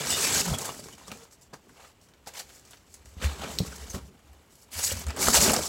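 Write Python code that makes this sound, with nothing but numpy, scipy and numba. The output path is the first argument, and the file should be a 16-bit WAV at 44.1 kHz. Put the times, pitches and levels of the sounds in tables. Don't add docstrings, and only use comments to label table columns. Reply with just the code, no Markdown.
import sys
import numpy as np
from scipy import signal
from scipy.fft import rfft, irfft
from scipy.io import wavfile
from scipy.ndimage import uniform_filter1d
from numba import njit

SR = 44100
rng = np.random.default_rng(int(sys.argv[2]) if len(sys.argv) > 2 else 0)


def decibels_to_gain(level_db):
    exponent = np.asarray(level_db, float) / 20
    return 10 ** exponent


def wav_out(sig):
    wavfile.write(sys.argv[1], SR, np.round(np.clip(np.atleast_2d(sig).T, -1, 1) * 32767).astype(np.int16))


N = 250488
T = np.arange(N) / SR

# (frequency [Hz], density [dB per Hz])
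ROOM_SPECTRUM = [(15, -29), (25, 12.5), (64, 11.5), (195, 4.5), (439, 0.5), (1740, -11), (2990, -11),
                 (7510, -48), (14800, -20), (16000, -32)]
# (frequency [Hz], density [dB per Hz])
FOAM_COLOUR = [(18, -36), (30, -30), (59, 4.5), (149, -7), (204, -3), (287, -11), (394, -5.5), (449, -7),
               (649, -11), (1430, -12), (1760, -13), (7670, -13), (8740, -19.5), (14800, -28), (16000, -19)]
# (time [s], slip rate [Hz], level [dB])
HINGE_CREAK = [
    (1.15, 500, -56),
    (1.178, 460, -59.5),
    (1.24, 470, -54),
    (1.28, 460, -70),
]
# (time [s], drumming rate [Hz], level [dB])
FLAP_FLUTTER = [
    (.405, 196.2, -40),
    (.46, 186, -56),
    (.47, 188.5, -30.5),
    (.51, 148, -31.5),
    (.545, 108, -36),
]
# (time [s], level [dB], frequency [Hz], length [s], width [Hz])
SQUEAKS = [(0.085, -35, 7960, 0.03, 400), (0.171, -38, 8070, 0.084, 300), (0.302, -35, 7740, 0.042, 400),
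           (0.33, -31, 6500, 0.043, 400), (0.097, -37, 4960, 0.042, 200), (0.098, -37, 2870, 0.05, 200),
           (0.221, -37, 2510, 0.044, 300), (0.397, -37, 4960, .013, 300), (0.168, -34.5, 1210, 0.0098, 200),
           (.355, -35.5, 1516, 0.013, 200), (0.117, -34.5, 3610, 0.034, 200),
           (0.539, -34.5, 3290, 0.012, 160), (0.59, -43, 3800, 0.0091, 260), (0.694, -45, 2920, 0.01, 200),
           (0.678, -46, 3620, 0.016, 200), (0.79, -46.5, 4660, 0.0087, 260),
           (0.92, -55.5, 3050, 0.018, 300), (1.045, -57, 3750, 0.012, 260), (1.33, -63, 8200, 0.011, 260),
           (1.42, -64, 7300, 0.018, 260), (2.368, -47, 6200, 0.0086, 260), (3.726, -46, 1360, 0.0078, 260),
           (3.722, -53, 5300, 0.0072, 800), (3.897, -41.5, 6330, 0.014, 500), (4.51, -70, 5370, 0.032, 400),
           (4.815, -38, 7930, 0.066, 500), (4.831, -32, 6770, 0.022, 400), (4.904, -37.5, 3150, 0.008, 400),
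           (5.337, -23.5, 7600, 0.011, 500), (5.412, -27, 7000, 0.014, 500),
           (5.561, -30, 5370, 0.0028, 600)]
# (time [s], peak [dB], ring [Hz], t60 [s])
KNOCKS = [(0.173, -21, 453, 0.11), (0.537, -12, 1400, 0.03), (.538, -13.5, 645, 0.029),
          (0.692, -8.5, 1154, 0.025), (.743, -29, 710, 0.026), (.767, -28, 343, 0.032),
          (0.794, -24, 625, .03), (0.859, -26, 410, 0.029), (0.885, -22, 1080, 0.018),
          (.982, -30, 1130, 0.021), (1.013, -30, 1020, .025), (1.081, -25, 1170, 0.043),
          (1.1152, -24, 1280, 0.023), (1.118, -29, 143, 0.033), (1.533, -26, 990, 0.031),
          (1.67, -40, 410, 0.084), (2.272, -22.5, 820, 0.04), (3.05, -38.5, 112.6, 0.13),
          (3.168, -31, 63.6, 0.24), (3.221, -38, 85.5, 0.053), (3.604, -8.5, 147, 0.051),
          (3.943, -15.5, 80.6, 0.038), (4.917, -16, 552, 0.046), (5.064, -33, 102, 0.061),
          (5.11, -41, 88.8, 0.069), (5.281, -8, 228, 0.075), (5.2845, 9.5, 1370, 0.013),
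          (5.283, -11, 520, 0.025), (5.344, -4.5, 927, 0.047), (5.375, -8.5, 800, 0.03),
          (5.534, -5.5, 750, 0.043), (3.225, -21, 147, 0.088), (3.243, -30, 152, 0.11),
          (5.482, -14, 460, 0.032), (5.507, -7.5, 612, 0.057), (.405, -15.5, 298, 0.028),
          (3.649, -24, 1130, 0.044), (3.216, -19, 1400, .02), (3.23, -14, 2020, .02),
          (5.589, -11.5, 596, 0.064), (5.424, -13, 218, 0.18), (5.48, -12, 224.3, 0.27),
          (5.509, -12.5, 218.6, 0.19), (5.57, -15, 499, 0.1)]

# (time [s], peak [dB], ring [Hz], cardboard part [dB]) Ticks and crackles as pieces settle,
# are dug through and swing with the flap; some fall in close pairs
LONE_SLIPS = [(0.534, -29, 9000, -41), (0.5841, -20, 7600, -41), (0.606, -28, 7740, -40),
              (0.6549, -27, 9300, -45), (0.795, -37, 7570, -50), (0.8395, -35, 5670, -44),
              (0.8844, -36, 6770, -42), (0.981, -44, 7000, -46), (1.073, -41, 7000, -52),
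              (1.1155, -27, 2600, -37), (1.1717, -43, 6650, -48), (1.3224, -44, 7700, -52),
              (1.4112, -49, 7150, -65), (1.5358, -37, 4720, -37.5), (1.691, -51.5, 7500, -47),
              (2.013, -49, 6000, -67), (2.0857, -51, 5600, -55), (2.1355, -48, 3820, -56),
              (2.2712, -33, 4770, -44), (2.3364, -37, 7100, -46), (2.3984, -29, 4570, -48),
              (2.5, -46, 6800, -47), (2.6509, -43, 5800, -63), (2.7076, -39, 7900, -52),
              (2.732, -38, 3440, -44), (2.9397, -34, 7030, -49),
              (3.056, -40, 6560, -45.5), (3.2152, -38, 5000, -33), (3.2421, -21, 2510, -45),
           (3.5855, -11.5, 4100, -56), (3.781, -36, 6200, -43), (3.901, -30, 6430, -42),
           (4.329, -53, 8600, -55), (4.553, -43.5, 7600, -66), (4.73, -33, 9500, -46),
           (4.7908, -31, 3970, -31), (4.8355, -29, 6860, -31.5), (5.0047, -34, 7050, -50),
           (5.066, -25.5, 6540, -35), (5.104, -26.5, 4800, -27), (5.1632, -27, 7600, -34),
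           (5.191, -22, 6300, -32), (5.209, -25, 7800, -47), (5.2836, -8.5, 7560, -17),
           (5.343, -5, 6200, -16.5), (5.505, -11, 6600, -39), (5.538, -10.5, 7700, -41.5),
           (5.5635, -11, 5400, -35),
              (0.68, -31, 7400, -45), (0.69, -36, 2850, -45), (1.5335, -46, 4740, -41),
           (2.2665, -46, 4730, -41), (.1035, -16, 7850, -40), (1.08, -36, 5400, -48),
           (1.1155, -32, 6000, -50), (1.093, -44, 7000, -55), (.95, -43, 6000, -55), (.926, -42, 7000, -52),
           (5.0825, -31, 7500, -55), (5.096, -34, 5000, -40), (5.349, -10, 7500, -30),
           (5.582, -25, 5000, -40), (4.953, -31, 7500, -45), (.743, -38, 2000, -46),
              (.544, -26, 7500, -40), (.6455, -31, 6760, -38), (.759, -37, 7570, -52), (.628, -31, 7000, -45),
            (2.261, -42, 5000, -46), (2.371, -33, 4060, -48), (2.492, -44, 3660, -50),
            (2.594, -47, 7050, -62), (2.673, -47, 5500, -52), (2.77, -47, 4760, -60),
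            (4.83, -25, 6840, -45), (4.966, -32, 5000, -38), (4.994, -32, 13000, -48),
            (5.339, -10, 6130, -30), (5.517, -16, 11000, -40), (5.533, -12, 7600, -30),
            (5.589, -24, 8800, -45), (5.61, -28, 5000, -45), (5.626, -28, 9000, -48),
            (5.634, -26, 3500, -38), (5.655, -25, 7000, -45),
              (3.586, -16, 5900, -60),
              (.4767, -28, 6980, -42),
    (.498, -28, 7500, -42),
    (2.9425, -36, 6500, -55),
    (.544, -27, 3300, -48),
]
SLIPS = LONE_SLIPS

# (time [s], stirring of foam [dB], pressure on cardboard [dB], lightness of touch [dB])
HAND = [(0, -36, -40.5, -1), (.45, -35.5, -45.5, -1), (.7, -41.5, -57.5, 1.5), (.97, -55, -56, -1),
        (1.35, -69, -69, 0), (2.24, -70.5, -68.5, 2.5), (2.45, -54, -60, 0.5), (2.85, -66.5, -68.5, 0.5),
        (3.15, -64.5, -61.5, 1), (3.32, -47.5, -44.5, -1), (3.88, -50, -52.5, 0.5), (4.11, -68, -64.5, 3),
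        (4.7, -69, -66, 4.5), (4.73, -42, -53, 4), (5.05, -51, -49.5, 0), (5.14, -53, -51, -4),
        (5.18, -49, -34.5, 0.5), (5.68, -47, -44, -1.5)]
# (peak time [s], level [dB], rise [s], fall [s])
STROKES = [(.11, -26.5, 0.051, 0.074), (.24, -25.5, 0.082, 0.12), (0.363, -25.5, 0.054, 0.048),
           (0.409, -27, 0.047, 0.0074), (.612, -32.5, 0.0051, 0.014), (.65, -35.5, .01, 0.031),
           (.8, -49, .015, .015), (.845, -49, .008, 0.022), (.92, -53, 0.063, 0.027),
           (1.082, -48.5, 0.019, 0.02), (1.13, -51.5, 0.015, 0.096), (1.245, -53, 0.023, 0.0085),
           (1.329, -52.5, 0.016, 0.02), (1.422, -57.5, 0.012, 0.028), (1.535, -51, 0.0042, 0.021),
           (1.87, -57.5, 0.16, 0.034), (2.04, -59.5, 0.012, 0.024), (2.279, -43, 0.0089, 0.016),
           (2.395, -37.5, 0.037, 0.018), (2.55, -54, .05, 0.045), (2.72, -56, 0.046, 0.046),
           (2.94, -55, 0.045, 0.034), (3.055, -59.5, 0.0087, 0.2), (3.24, -36.5, 0.023, 0.035),
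           (3.54, -45.5, 0.15, 0.15), (3.665, -44, 0.02, .02), (3.762, -39.5, 0.0058, 0.01),
           (3.905, -44.5, 0.014, 0.022), (3.946, -40, 0.015, 0.026), (4.07, -58, 0.03, 0.02),
           (4.525, -60.5, 0.024, .04), (4.635, -55, 0.054, .012), (4.79, -31.5, 0.021, 0.037),
           (4.855, -25.5, 0.03, 0.047), (4.922, -26.5, 0.0066, 0.0076), (5.22, -24.5, 0.027, 0.48),
           (5.657, -50, 0.014, .03), (4.985, -41, 0.031, 0.052), (5.351, -17.5, 0.032, 0.032),
           (5.377, -18.5, 0.009, .008), (5.43, -18.5, 0.049, 0.069), (5.537, -39, 0.0074, 0.0076),
           (4.715, -53, .003, .02)]
# (peak time [s], level [dB], rise [s], fall [s], dullness [dB])
SCRAPES = [(.09, -36.5, 0.052, 0.052, -2), (0.391, -31.5, 0.36, 0.027, -5), (.5, -39.5, 0.055, 0.17, 7),
           (0.698, -39.5, 0.19, 0.019, 4), (1.12, -48, 0.048, 0.04, 3), (1.22, -57, 0.037, 0.054, 2),
           (1.534, -48.5, 0.004, 0.02, 14), (1.8, -55.5, 0.05, 0.032, 3.5),
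           (1.855, -53.5, 0.064, 0.035, 1.5), (2.281, -45.5, 0.011, 0.017, -1.5),
           (2.397, -41.5, 0.048, 0.017, -4.5), (2.73, -64, 0.078, 0.044, -9),
           (3.24, -35.5, 0.03, 0.05, -3.5), (3.445, -38.5, 0.046, 0.066, 2.5), (3.64, -57, 0.02, 0.042, 0),
           (3.946, -40, 0.01, 0.036, 6), (4.791, -42, 0.038, 0.18, -8), (4.92, -42.5, 0.078, 0.013, -12.5),
           (5.108, -39.5, 0.031, 0.01, -1), (5.229, -33.5, 0.032, 0.04, -1.5),
           (5.278, -29, 0.019, 0.017, -6), (5.352, -25, 0.023, 0.022, -9), (5.379, -22, 0.01, 0.0065, 4),
           (5.488, -25.5, 0.14, 0.043, -1), (5.536, -29, 0.0066, 0.084, 3.5)]
# (peak time [s], level [dB], fall [s], weight [1 panel, 2 wall, 3 air])
SHOVES = [(.005, -38, 0.027, 2.4), (.1, -43, 0.1, 1.6), (.28, -38, 0.24, 1.07), (.36, -39, 0.15, 2.1),
          (0.519, -28.5, 0.028, 2.45), (.59, -41, 0.13, 1.5), (.7, -45, 0.036, 1.2),
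          (.85, -47.5, 0.099, 1.58), (1.119, -46.5, 0.064, 1.83), (1.537, -42, 0.011, 1.44),
          (1.69, -54, 0.047, 1.37), (3.24, -24.5, 0.055, 3.2), (3.33, -36, 0.27, 3.8),
          (3.45, -40, 0.083, 1.62), (3.617, -28, 0.034, 1.72), (3.69, -44, 0.065, 2.46),
          (3.85, -42, 0.12, 3), (3.968, -36, 0.028, 1.73), (4.05, -47, 0.081, 2.6),
          (4.118, -54, 0.045, 1.3), (4.3, -44.5, 0.079, 3.84), (4.79, -41.5, 0.045, 3),
          (4.96, -35, 0.072, 2.84), (5.085, -28, 0.027, 3.04), (5.21, -37, 0.066, 0.82),
          (5.3, -31.5, 0.06, 1.9), (5.39, -27.5, 0.031, 2.76), (5.42, -38, 0.15, 2.9),
          (5.471, -23.5, 0.064, 0.68), (5.58, -29.5, 0.033, 1.43)]
# (time [s], depth [dB], half length [s])
PAUSES = [(0.43, 3.5, .008), (0.569, 8, 0.0097), (0.601, 3, 0.005), (0.756, 5, 0.0087), (0.816, 4.5, 0.014),
          (.965, 10, 0.011), (2.63, 4, 0.018), (2.328, 5, 0.0071), (2.388, 8.5, .005), (2.462, 5, .02),
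          (0.73, 2, .012), (3.201, 1.5, .008), (3.367, 3.5, 0.02), (3.635, 3, 0.0084), (2.964, 0, 0.022),
          (5.058, 8, .009), (5.076, 1, .006), (5.326, 2.5, 0.011), (5.31, 1, .006), (5.393, 1.5, 0.0097),
          (5.466, 0.5, .006), (5.346, 8, 0.0016), (5.437, 2, .007), (5.525, 2.5, 0.0053), (5.552, 5, 0.008),
          (5.605, 4.5, 0.017)]


def unit(x):
    return x / np.sqrt(np.mean(x ** 2))


def smooth_twice(x, span):
    return uniform_filter1d(uniform_filter1d(x, span), span)


def curves(table):
    s, *columns = np.transpose(table)
    return [np.interp(T, s, c) for c in columns]


def colour(x, points):
    hz, db = np.transpose(points)
    size = 4096
    grid = np.maximum(np.arange(size // 2 + 1) * SR / size, 1)
    log_gain = np.log(decibels_to_gain(np.interp(np.log(grid), np.log(hz), db)))
    cepstrum = irfft(log_gain)
    cepstrum[1:size // 2] *= 2
    cepstrum[size // 2 + 1:] = 0
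    impulse = irfft(np.exp(rfft(cepstrum)))[:size // 2]
    return signal.fftconvolve(x, impulse)[:N]


def band(x, lo_hz, hi_hz):
    edges = [lo_hz, min(hi_hz, .45 * SR)]
    return signal.sosfilt(signal.butter(3, edges, "band", fs=SR, output="sos"), x)


def walk(rate):
    hold_samples = int(SR / rate)
    levels = np.repeat(rng.standard_normal(3000), hold_samples)[:N]
    return unit(smooth_twice(levels, hold_samples))


@njit
def ring(start, hz, t60, size, n, sr):
    out = np.zeros(n)
    for k in range(len(start)):
        turn = np.exp(2j * np.pi * hz[k] / sr - np.log(1000) / (t60[k] * sr))
        z = size[k] + 0j
        for i in range(start[k], min(n, start[k] + int(t60[k] * sr))):
            z *= turn
            out[i] += z.imag
    return out


def room():
    drift_db = .4 * walk(6)
    return decibels_to_gain(-61.5 + drift_db) * unit(colour(rng.standard_normal(N), ROOM_SPECTRUM))


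def flap(table, waver, rough_db, third):
    hz, db = curves(table)
    phase = 2 * np.pi * np.cumsum(hz * (1 + waver * walk(88.6))) / SR
    moving = (T > table[0][0]) & (T < table[-1][0])
    gate = uniform_filter1d(moving * 1., size=400)
    level = decibels_to_gain(db + 1.0 + rough_db * walk(57.9))
    return gate * level * (np.sin(phase) + third * np.sin(3 * phase))


def creak():
    squeal = flap(HINGE_CREAK, waver=0.015, rough_db=5.0, third=0.2)
    return squeal + flap(FLAP_FLUTTER, waver=0.025, rough_db=1.5, third=0.12)


def squeaks():
    out = np.zeros(N)
    rubs = rng.standard_normal((len(SQUEAKS), SR // 2))
    for (s, db, hz, length, width_hz), rub in zip(SQUEAKS, rubs):
        age = np.arange(int(2 * length * SR)) / SR / length
        voice = unit(band(rub, hz - width_hz / 2, hz + width_hz / 2)[-len(age):])
        swell = np.sin(np.pi * np.sqrt(age / 2))
        at = int(s * SR)
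        out[at:at + len(age)] += decibels_to_gain(db) * swell * voice
    return out


def knocks():
    s, db, hz, t60 = np.transpose(KNOCKS)
    at = (s * SR).astype(np.int64)
    t60 = np.clip(t60, .005, .3)
    hit = np.zeros(N)
    for ratio, mode_db, t60_share in ((1, -10.5, 1), (1.6, -15.5, 0.28), (2.7, -8, 0.21)):
        hit += ring(at, hz * ratio, t60 * t60_share, decibels_to_gain(db + mode_db), N, SR)
    return smooth_twice(hit, 18)


def ticks():
    out = np.zeros(N + SR)
    t = np.arange(int(.08 * SR)) / SR
    rows = rng.standard_normal((len(SLIPS), 4, len(t)))
    for (s, db, hz, card_db), noise in zip(SLIPS, rows):
        crumple_s = .006 * decibels_to_gain(-.14 * (db + 30))
        grit = decibels_to_gain(16 * uniform_filter1d(noise[3], size=60))
        tail = grit * np.exp(-t / max(crumple_s, .001)) * (1 - np.exp(-t / 0.00065))
        fade = np.exp(-t / 0.00016) + min(crumple_s / 0.013, .8) * tail
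        tone = 1.33 * np.sin(2 * np.pi * hz * t) * np.exp(-t / 0.00052)
        crack = band(fade * noise[0] + tone, hz / 1.86, hz * 1.65)
        top = band((fade + tail / 3) * noise[1], 2600, 22200)
        card = band(fade * noise[2], 243, 2180)
        at = int((s + 0.001108) * SR)
        for part, peak_db in ((crack, db), (top, 0.93 * db - 15), (card, card_db - 0.5)):
            out[at:at + len(t)] += decibels_to_gain(peak_db) * part / np.abs(part).max()
    return out[:N]


def swarm(lo_hz, hi_hz, slips, cycles, spread_db, hiss, count):
    at, pitch, luck, free = rng.random((count, 4)).T
    hz = lo_hz / 1.266 + pitch * (1.243 * hi_hz - lo_hz / 1.064)
    size = np.sqrt(hz) * decibels_to_gain(-spread_db * np.log(1 - .99 * luck))
    t60 = cycles / hz * (1 + 1.2 * free ** 8)
    grains = ring((at * N).astype(np.int64), hz, t60, size, N, SR)
    rub = unit(grains) + hiss * rng.standard_normal(N)
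    rub = band(colour(rub, FOAM_COLOUR), lo_hz, hi_hz)
    slow_power = smooth_twice(rub ** 2, int(SR * max(.04, 5 / lo_hz)))
    return unit(slips * rub / np.sqrt(slow_power + 1e-18))


def swells(steady_db, s, db, rise, fall):
    power = decibels_to_gain(steady_db) ** 2
    for at, peak_db, up, down in zip(s, db, rise, fall):
        age = np.where(T < at, (at - T) / max(up, .002), (T - at) / max(down, .002))
        power = power + decibels_to_gain(peak_db) ** 2 * np.exp(-2 * np.minimum(age, 30) ** 1.44)
    return np.sqrt(power)


def hold(events, depth_db, lead):
    marks = np.zeros(N)
    marks[(np.transpose(events)[0] * SR).astype(int)] = 1
    hush = signal.lfilter([1], [1, -np.exp(-1 / (lead * SR))], marks[::-1])[::-1]
    return decibels_to_gain(-depth_db * np.minimum(hush, 1))


def pauses():
    return decibels_to_gain(-sum(db * np.exp(-((T - s) / half) ** 2) for s, db, half in PAUSES))


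def foam_rustle(slips, stir_db, light_db):
    rustle = swells(stir_db, *np.transpose(STROKES))
    top = decibels_to_gain(-5.5 + light_db) * decibels_to_gain(-39.5) * (rustle / decibels_to_gain(-40.0)) ** 1.04
    foam = rustle * swarm(4200, 9080, slips, cycles=34, spread_db=2.5, hiss=.7, count=40000)
    foam += top * swarm(9270, 15000, slips, cycles=11.0, spread_db=3.0, hiss=0.87, count=40000)
    return foam


def card_scrape(slips, stir_db, press_db):
    s, db, rise, fall, dullness = np.transpose(SCRAPES)
    dull = swells(press_db, s, db + dullness / 2, rise, fall)
    bright = swells((stir_db + press_db) / 2 + 0.5, s, db - dullness / 2, rise, fall)
    card = dull * swarm(490, 1447, slips, cycles=12.0, spread_db=1.0, hiss=0.66, count=4500)
    card += bright * swarm(1492, 4106, slips, cycles=26, spread_db=3, hiss=.7, count=12000)
    return card


def box_boom(press_db):
    s, db, fall, weight = np.transpose(SHOVES)

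    def effort(part_db, part_weight):
        return swells(press_db + part_db, s, db - 12 * (weight - part_weight) ** 2, 0.86 * fall, fall)

    panel, wall, air = effort(-4.5, 1), effort(-6.5, 2), effort(-7.5, 3)
    box = panel * swarm(252.6, 433.2, 1, cycles=43.0, spread_db=-4.0, hiss=0.079, count=1200)
    box += wall * swarm(111.5, 249.3, 1, cycles=11.0, spread_db=-5.0, hiss=0.56, count=800)
    box += air * swarm(46.3, 90.2, 1, cycles=15.3, spread_db=8.0, hiss=0.55, count=400)
    return box


def stirring():
    slips = decibels_to_gain(.8 * walk(60) + 1.4 * walk(160))
    stir_db, press_db, light_db = curves(HAND)
    rubbing = foam_rustle(slips, stir_db, light_db) + card_scrape(slips, stir_db, press_db)
    rubbing *= hold(SLIPS, depth_db=1.5, lead=0.0091) * pauses()
    box = hold(KNOCKS, depth_db=24.0, lead=0.0039) * box_boom(press_db)
    return decibels_to_gain(-3.5) * rubbing + decibels_to_gain(-2.5) * box


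def scene():
    near = creak() + squeaks() + knocks() + ticks() + stirring()
    t = T[:int(.15 * SR)]
    scatter = rng.standard_normal(len(t)) * np.exp(-t / 0.031)
    wet = signal.fftconvolve(near, scatter / np.sqrt(np.sum(scatter ** 2)))[:N]
    return np.tile(near + decibels_to_gain(-9.5) * wet + room(), (2, 1))


def low_pass(x):
    return signal.sosfilt(signal.butter(12, 16480, fs=SR, output="sos"), x)


def record(dry):
    port_hz, port_width_hz = 7700, 1400
    port = signal.lfilter(*signal.iirpeak(port_hz, port_hz / port_width_hz, SR), dry)
    heard = dry + 0.3 * port
    heard = signal.sosfilt(signal.butter(2, 49, "high", fs=SR, output="sos"), heard)
    heard = np.tanh(1.3 * heard) / 1.3
    heard = signal.sosfilt(signal.ellip(10, .2, 70, 15900, fs=SR, output="sos"), heard)
    return low_pass(heard)


dry = scene()
out = record(dry)
wav_out(out)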